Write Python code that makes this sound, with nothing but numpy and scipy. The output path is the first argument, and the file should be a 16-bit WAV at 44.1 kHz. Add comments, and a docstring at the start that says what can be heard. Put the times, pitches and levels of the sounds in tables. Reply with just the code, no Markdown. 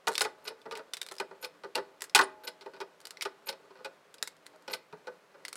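"""A steel knock and a spatter of sharp ticks: a hand-pumped hydraulic jack is bending a hard drive
inside a steel frame on a desk, close by. The casing gives way in brittle fractures and in slips that
knock the whole frame; one big crack leaves it ringing. About once a second the pump squeaks thinly
and clacks. A small room and its steady hum lie behind."""
import sys
import numpy as np
from scipy import signal
from scipy.fft import irfft
from scipy.io import wavfile

SR = 44100
rng = np.random.default_rng(int(sys.argv[2]) if len(sys.argv) > 2 else 0)


def bounce(signal):
    """Save signal as a 16-bit WAV file at the path given by the first command-line argument."""
    frames = np.transpose(np.atleast_2d(signal))
    limited = np.clip(frames, -1, 1)
    pcm = np.round(limited * 32767).astype(np.int16)
    wavfile.write(sys.argv[1], SR, pcm)


N = 245324
HZ = np.fft.rfftfreq(N, 1 / SR)
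AGE = np.arange(SR // 4) / SR  # seconds since a blow


def amp(db):
    """Decibels to gain."""
    return 10 ** (np.asarray(db) / 20)


def fade(t, t60):
    """A decay that loses 60 dB in t60 seconds."""
    return np.exp(-np.log(1000) * t / t60)


def attack(rise_s):
    """A blow's onset, easing up from silence."""
    return 1 - np.exp(-AGE / rise_s)


def unit(x):
    """Scales to an rms of one."""
    return x / np.sqrt(np.mean(x ** 2) + 1e-30)


def curve(points, hz):
    """Joins (Hz, value) points by straight lines on a log-frequency axis."""
    f, value = np.transpose(points)
    return np.interp(np.log(hz + 1), np.log(f), value)


def add(mix, s, sound):
    """Drops a sound into the mix at s seconds."""
    part = mix[max(round(s * SR), 0):][:len(sound)]
    part += sound[:len(part)]


def noise(gain):
    """Steady noise, shaped by a gain at each frequency."""
    return unit(irfft(gain * np.exp(2j * np.pi * rng.random(len(HZ))), N))


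# The casing's slips. Each row: start in seconds, length in seconds, clank level in dB,
# brightness (crack over clank) in dB, thud pitch in Hz, clank pitch in Hz.
SLIPS = [(0.0705, 0.01, -24, -6.5, 444.5, 902.5), (.103, .001, -40.5, -14, 443, 810),
         (0.2077, 0.0027, -28.5, 2.5, 428, 830), (0.2483, 0.0027, -31.5, -5.5, 435.4, 872),
         (.503, 0.0081, -47, -10, 449, 864), (0.6556, .007, -43.5, -15, 447, 852),
         (0.711, 0.014, -37.5, -4.5, 456, 1210), (0.7522, 0.0018, -48, 4.5, 442, 925),
         (0.7677, 0.026, -42, -9, 438, 940), (1.112, .001, -46.5, -4.5, 388, 1313),
         (1.199, .003, -32.5, -3, 393, 1500), (1.311, 0.0017, -48, -14.5, 393, 860),
         (1.6356, .013, -40.5, -10.5, 395, 863), (1.7508, 0.012, -32, -7, 495, 854),
         (1.7771, 0.0048, -33, -10.5, 393.7, 1490), (2.1486, 0.011, -17, 2, 384, 845),
         (2.19, 0.00077, -15.5, -11, 382.6, 1079), (2.2113, 0.0063, -29, -2, 393.4, 1456),
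         (2.61, 0.014, -53, 2.5, 404, 902), (2.6602, 0.0047, -42.5, -13, 397, 920),
         (2.7357, 0.034, -48.5, -6, 390.6, 1470), (2.803, 0.0118, -36.5, -6, 393, 884),
         (3.2518, 0.0063, -33, -6, 399.6, 874), (3.526, .002, -51.5, 1, 536, 860),
         (3.705, 0.0075, -54, -11.5, 390, 1050), (3.755, 0.052, -50.5, -9.5, 511.5, 1470),
         (3.846, 0.012, -39, -1.5, 544, 1470), (4.5325, 0.021, -57.5, -13, 622, 796),
         (4.6783, 0.0047, -41.5, -2.5, 524, 1460), (4.9264, 0.0021, -45.5, -10.5, 430, 932),
         (5.07, 0.0093, -39.5, -10.5, 498, 1508), (5.3437, 0.0046, -55, -12, 565, 837)]
# A knock's broad EQ. Each row: frequency in Hz, gain in dB.
KNOCK_EQ = [(25, -30), (60, -11.5), (120, -17.5), (200, -7.5), (300, -2), (450, 0), (750, -0.5), (1300, 3),
            (1750, -2), (4600, -3), (6300, -10.5), (8500, -11), (12500, -21), (16000, -27.5)]
# Envelopes of thud, clank, crack and fizz. 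Each row: rise in seconds, t60 in seconds,
# height of the first snap relative to the ringing part.
KNOCK_ENVELOPES = [(0.0021, 0.15, .3), (0.0015, 0.089, 0.6), (0.00024, 0.062, 1.7), (.0002, 0.055, 2.4)]
# Energy of the jolt that stops a slip, in the same four bands; an average jerk is 1.
STOP_ENERGY = [5, 2.2, .5, .4]
CRACK_HZ = 2445

def knocks(snap_s=.0008, thud_share=.54, clank_share=.23, crack_share=.08, jerk_count=4):
    """Slips and pump strokes knock the frame: bass lingers, treble snaps at each jerk and dies first."""
    bands, out = vibration(KNOCK_EQ, resonance=.72), np.zeros(N)
    blows = [(*row, CRACK_HZ) for row in SLIPS] + pump_blows()
    for s, length, clank_db, brightness, thud_hz, clank_hz, crack_hz in blows:
        jerk_times = (np.arange(jerk_count) + rng.random(jerk_count)) / jerk_count
        jerk_energy = rng.exponential(1, jerk_count)
        modes = [(thud_hz, thud_share), (clank_hz, clank_share), (crack_hz, crack_share), (0, 0)]
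        levels = knock_levels(clank_db, brightness)
        for band, db, mode, stop, shape in zip(bands, levels, modes, STOP_ENERGY, KNOCK_ENVELOPES):
            rise, t60, snap = shape
            response = (fade(AGE, t60) + snap * np.exp(-AGE / snap_s)) * attack(rise)
            jolts = slip(length, jerk_times, jerk_energy, stop)
            power = abs(signal.fftconvolve(jolts, response ** 2)[:len(AGE)])  # jolts add in energy
            add(out, s, burst(band, np.sqrt(power), db, *mode))
    return out


def slip(length, jerk_times, jerk_energy, stop_energy, release_energy=1.6):
    """Metal lets go with a snap, slides in uneven jerks and stops with a jolt: energy per sample."""
    seconds = np.r_[0, jerk_times, 1] * np.clip(length, 0, .05)
    energy = np.r_[release_energy, jerk_energy, stop_energy]
    return np.bincount((seconds * SR).astype(int), energy, len(AGE))


def knock_levels(clank, brightness, thud_limit_db=-28.5, usual_clank_db=-40):
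    """Band levels in dB: dull slips thud more, up to what the frame can give; hard ones fizz more."""
    push = clank + .2 - .25 * brightness
    thud = push - 10 * np.log10(1 + amp(push - thud_limit_db) ** 2)
    crack = clank + brightness
    fizz = crack - 12 + .24 * (clank - usual_clank_db) + .21 * brightness
    return thud, clank, crack, fizz


# Resonances of frame and drive. Each row: pitch in Hz, width in Hz, peak weight in dB.
FRAME_MODES = [(173, 30, 8.5), (404, 20, 15.5), (459, 62, 10.5), (541.7, 50, 9.5), (641.4, 24, 10),
               (861, 43, 12.5), (905, 56, 13.5), (1207, 45, 7.5), (1478, 50, 12.5), (1980, 140, 5),
               (2474, 21, 13.5), (2958, 43, 4.5), (3820, 17, 8), (4225, 78, 7), (4130, 40, 6),
               (4540, 77, 3.5), (5090, 50, 6), (5380, 85, 0)]
# Edges of the thud, clank, crack and fizz bands in Hz.
BAND_EDGES_HZ = [15, 700, 2000, 6000, 18000]

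def vibration(eq, resonance):
    """The metal's crowded modes as four noise bands; resonance brings out the frame's own peaks."""
    peaks = sum(amp(db) ** 2 / (1 + (2 * (HZ - hz) / width) ** 2) for hz, width, db in FRAME_MODES)
    gain = amp(curve(eq, HZ)) * np.sqrt(1 + resonance * peaks)
    return [noise(gain * (HZ >= lo) * (HZ < hi)) for lo, hi in zip(BAND_EDGES_HZ, BAND_EDGES_HZ[1:])]


def burst(band, envelope, db, hz=0, share=0):
    """A blow sets one band vibrating; a share of the energy sings in a single mode at hz."""
    start, share = rng.integers(N - len(AGE)), np.clip(share, 0, 1)
    crowd = unit(band[start:start + len(AGE)] * envelope)
    mode = unit(np.sin(2 * np.pi * (hz * AGE + rng.random())) * envelope)
    sound = unit(np.sqrt(1 - share) * crowd + np.sqrt(share) * mode)
    return amp(db) * sound * np.sqrt(.01 * SR / len(AGE))  # db is the rms if packed into 10 ms


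# The casing's brittle ticks. Each row: start in seconds, spike decay in seconds, crack level in dB,
# focus in dB (low for a dry snap, high for a pure ping), pitch in Hz.
FRACTURES = [(0.082, 0.0011, -38, -1.5, 1800), (0.1536, 0.0013, -32.5, 11.5, 3560),
             (0.1793, .0017, -28.5, 6, 3740), (0.194, 0.0045, -44, -0.5, 3670),
             (0.2173, .0011, -32.5, -3, 5270), (0.241, 0.00086, -44, 3, 2450), (.616, .005, -60, 12, 3500),
             (0.773, .004, -51.5, 0.5, 5100), (.9353, 0.0031, -35.5, 6.5, 3560),
             (0.943, 0.00084, -46, 3, 3540), (0.9693, 0.0009, -44, 5, 3840),
             (1.015, 0.0032, -35.5, 6.5, 3700), (1.029, .0015, -48, 3, 3700), (1.0644, .001, -49, 3, 4130),
             (1.087, 0.0011, -47, 7, 4100), (1.1135, .001, -54, 0, 1800), (1.1204, 0.0016, -50.5, 0, 1950),
             (1.1833, 0.00083, -45, 9, 5000), (1.7547, 0.0011, -29.5, 9.5, 2780),
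             (2.0075, 0.00054, -50, 4, 2020), (2.0199, 0.00092, -42, -3, 1920),
             (2.04, 0.00049, -49, -2.5, 9900), (2.0963, .0012, -53, 9, 5200), (2.149, .008, -21, 9, 3940),
             (2.178, .0015, -33, 6, 4300), (3.0532, .003, -45, 5.5, 4660), (3.07, 0.0013, -48, 3, 1983),
             (3.1074, 0.0012, -46.5, 2.5, 4280), (3.1712, .0008, -48, 17, 2050),
             (3.2102, 0.00082, -37, 16, 2280), (3.2178, .008, -39, 12, 2104),
             (3.2229, 0.00069, -34.5, 5, 1970), (4.142, .001, -54.5, 0.5, 3915),
             (4.183, .0012, -56.5, 11, 5010), (4.2267, 0.0013, -32, 3, 3900), (4.274, 0.0053, -43, 2, 2160),
             (4.465, 0.0022, -50.5, 4, 2008), (5.451, 0.0012, -39.5, 9, 2003), (5.482, .0009, -45, 2, 4280),
             (5.5284, 0.0016, -44.5, 2, 4330), (5.5554, .0007, -49.5, -3, 10600)]
# A tick's broad EQ. Each row: frequency in Hz, gain in dB.
TICK_EQ = [(30, -8.5), (110, -17.5), (250, -13.5), (400, 3), (750, -8), (1400, 3.5), (2600, -1), (3700, 1),
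           (5100, 2), (6300, -3), (7700, 0), (10000, -3), (13000, -11), (16000, -20.5)]

def ticks(rise_s=.00031, shiver_db=-14, shiver_t60=.055, thud_db=-11):
    """A fracture is a sharp spike, then a short shiver of the casing and a slower, faint thud."""
    (low, *bands), out = vibration(TICK_EQ, resonance=.1512), np.zeros(N)
    thud = fade(AGE, t60=.081) * attack(rise_s=.0015)
    shiver = amp(shiver_db) * fade(AGE, shiver_t60)
    for s, spike_s, crack, focus, hz in FRACTURES + crackle():
        clank, fizz = crack - 3 - 1.213 * focus, crack - focus
        pitch_share = .2 + .02 * focus
        envelope = np.hypot(np.exp(-AGE / spike_s), shiver) * attack(rise_s)
        add(out, s, burst(low, thud, clank + thud_db))
        for band, db, lo, hi in zip(bands, (clank, crack, fizz), BAND_EDGES_HZ[1:], BAND_EDGES_HZ[2:]):
            add(out, s, burst(band, envelope, db, hz, pitch_share * (lo <= hz < hi)))
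    return out


# Patches of crackle. Each row: start in seconds, end in seconds, ticks per second, level in dB.
CRACKLES = [(0.113, 0.167, 127, -52), (1.135, 1.171, 80, -59.5), (3.001, 3.024, 80, -62),
            (4.361, 4.659, 12, -70)]

def crackle(spike_s=.0018, focus_db=1, hz=4330, spread_db=1.5):
    """The casing crackles with faint ticks, uneven in time, level and pitch: rows like FRACTURES."""
    rows = []
    for start, end, per_s, db in CRACKLES:
        for s in np.arange(start, end, 1 / per_s):
            late, loud, detune = rng.random(), rng.standard_normal(), rng.uniform(-.2, .23)
            rows.append((s + .5 * late / per_s, spike_s, db + spread_db * loud,
                         focus_db, hz * (1 + detune)))
    return rows


# Pump strokes. Each row: clack time in seconds, clack level in dB, rub lead in seconds,
# rub level in dB, squeak lead in seconds, squeak level in dB, thud pitch in Hz.
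STROKES = [(.4778, -42.5, 0.025, -47, .025, -55, 444), (1.4449, -44, 0.018, -43, 0.021, -48.5, 502),
           (2.4756, -42.5, .04, -50, 0.028, -52, 486), (3.4898, -39.5, .021, -45.5, .02, -46.5, 545.4),
           (4.735, -39, .036, -43, .0165, -49, 509)]

def pump_blows(rub_s=.015, clack_s=.003, contact_lead_s=.0045, clank_hz=1520, clack_hz=5140):
    """The lever rubs, then clacks home in two hits: rows like SLIPS, plus a crack pitch in Hz."""
    rows = []
    for s, db, rub_lead, rub_db, _, _, thud_hz in STROKES:
        frame = thud_hz, clank_hz
        rows += [(s - rub_lead, rub_s, rub_db, -2, *frame, CRACK_HZ),  # dull rub
                 (s - contact_lead_s, clack_s, db - 10, 8.5, *frame, clack_hz),  # light, bright contact
                 (s, clack_s, db, 6, *frame, clack_hz)]  # the lever seats
    return rows


# High notes a clack leaves on the lever. Each row: pitch in Hz, length in seconds,
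# level in dB relative to the clack.
LEVER_PINGS = [(13300, 0.017, -14), (9750, 0.028, -16.5)]

def lever_chirps(squeak_hz=12370, squeak_s=.013, touch_lead_s=.011, touch_s=.026, touch_db=-58.5):
    """The lever squeaks faintly as steel touches, louder as it catches, and pings with the clack."""
    rows = []
    for s, db, _, _, lead, squeak_db, _ in STROKES:
        rows.append((s - lead - touch_lead_s, touch_s, squeak_hz, touch_db))
        rows.append((s - lead, squeak_s, squeak_hz, squeak_db))
        rows += [(s, length, hz, db + ping_db) for hz, length, ping_db in LEVER_PINGS]
    return rows


def squeaks(waver=.006, waver_hz=500, rasp=.41, under_db=-11, under_ratios=(.555, .74, .84)):
    """Dry steel chirps on a high, rasping note, with weaker unrelated modes below it."""
    drift, grip = (noise(1 / (1 + (HZ / waver_hz) ** 2)) for _ in range(2))
    squeal = (2.227, .026, 9600, -45.5)  # steel scrapes on steel just after the big crack
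    out = np.zeros(N)
    for s, length, hz, db in [squeal] + lever_chirps():
        progress = np.linspace(0, 1, int(length * SR))
        now = int(s * SR) + np.arange(len(progress))
        turns = np.cumsum(hz * (1 + waver * drift[now])) / SR
        under = sum(np.sin(2 * np.pi * ratio * turns) for ratio in under_ratios)
        tone = (np.sin(2 * np.pi * turns) + amp(under_db) * under) * (1 + rasp * grip[now])
        add(out, s, amp(db) * unit(tone * np.sqrt(progress) * (1 - progress)))
    return out


# The steel's long modes. Each row: pitch in Hz, level in dB relative to the clank, t60 in seconds.
RING_MODES = [(852, -36, 1.3), (626, -43.5, 1.7), (915, -49.5, 0.75), (364, -45.5, .8), (1518, -54.5, .8)]

def ring(feed_samples=SR // 200):
    """Every knock stores a little energy in the steel; only the big crack makes it sing out."""
    t = np.arange(N) / SR
    energy, out = np.zeros(N), np.zeros(N)
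    for s, _, clank_db, *_ in SLIPS + pump_blows():
        add(energy, s, np.full(feed_samples, amp(clank_db) ** 2 / feed_samples))
    for hz, db, t60 in RING_MODES:
        stored = signal.lfilter([1], [1, -fade(1 / SR, t60) ** 2], energy)
        out += amp(db) * np.sqrt(2 * stored) * np.sin(2 * np.pi * (hz * t + rng.random()))
    return out


# The desk under the press. Each row: start in seconds, pitch in Hz, level in dB, t60 in seconds.
DESK_THUMPS = [(2.19, 280.4, -33, .16), (4.929, 168, -48, 0.15)]

def desk_thumps(rise_s=.006):
    """Now and then a jolt reaches the desk, which answers with one soft low note."""
    out = np.zeros(N)
    for s, hz, db, t60 in DESK_THUMPS:
        add(out, s, amp(db) * np.sin(2 * np.pi * hz * AGE) * fade(AGE, t60) * attack(rise_s))
    return out


def creep(per_s=45, level_db=-66, band_db=(0, -2, -10.5, -17.5)):
    """Under the knocks the loaded metal settles in many faint, dull slips."""
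    slips = (1 + rng.random(N)) * (rng.random(N) < per_s / SR)
    response = fade(AGE, t60=.31) * attack(rise_s=.002)
    power = abs(signal.fftconvolve(slips ** 2, response ** 2)[:N])
    bands = vibration(KNOCK_EQ, resonance=.9)
    body = sum(band * amp(db) for band, db in zip(bands, band_db))
    return amp(level_db) * unit(body * np.sqrt(power))


# The small room's decay. Each row: frequency in Hz, t60 in seconds.
ROOM_DECAY = [(150, 0.88), (500, 0.33), (2000, 0.29), (6000, 0.21), (14000, 0.15)]

def room(x, build_s=.0085):
    """The room answers with a diffuse tail whose treble dies first."""
    hz, t, spectrum = signal.stft(rng.standard_normal(SR * 3 // 4), SR, nperseg=256)
    tail = signal.istft(spectrum * fade(t, curve(ROOM_DECAY, hz)[:, None]), SR)[1]
    tail *= 1 - np.exp(-(np.arange(len(tail)) / SR / build_s) ** 2)
    return signal.fftconvolve(x, tail / np.linalg.norm(tail))[:N]


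# The noise bed's EQ. Each row: frequency in Hz, gain in dB.
HUM_EQ = [(15, -47.5), (25, -33.5), (108, -22.5), (161, -6.5), (236, -10.5), (384, -11.5), (451, -3),
          (754, -6), (863, -13.5), (1020, -5.5), (1480, -9.5), (1650, -10), (4250, -20), (14800, -34),
          (16000, -38)]
# Steady tones in the room. Each row: pitch in Hz, rms level in dB.
HUM_TONES = [(296, -79), (388, -77), (533, -78.5), (942, -101.5)]

def hum(bed_db=-64, half_width_hz=4):
    """Fans hum in the room over the microphone's hiss."""
    tones = sum(amp(db) * noise(1 / (1 + ((HZ - hz) / half_width_hz) ** 2)) for hz, db in HUM_TONES)
    return amp(bed_db) * noise(amp(curve(HUM_EQ, HZ))) + tones


def scene(room_db=-20, low_cut_hz=105):
    """The press up close, the room behind it; the knocks, ticks, squeaks and creep carry little deep bass."""
    metal = knocks() + ticks() + squeaks() + creep()
    low_cut = signal.butter(1, low_cut_hz, "highpass", fs=SR, output="sos")
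    press = signal.sosfilt(low_cut, metal) + desk_thumps()
    return (press + ring() + amp(room_db) * room(press) + hum())[None]


def record(dry, ceiling=.6, cutoff_hz=16100):
    """The microphone rounds off the highest peaks; a steep low-pass trims the very top."""
    rounded = ceiling * np.tanh(dry / ceiling)
    lowpass = signal.firwin(401, cutoff_hz, window=("kaiser", 9), fs=SR)
    return signal.oaconvolve(rounded, lowpass[None], "same", axes=1)


dry = scene()
out = record(dry)
bounce(out)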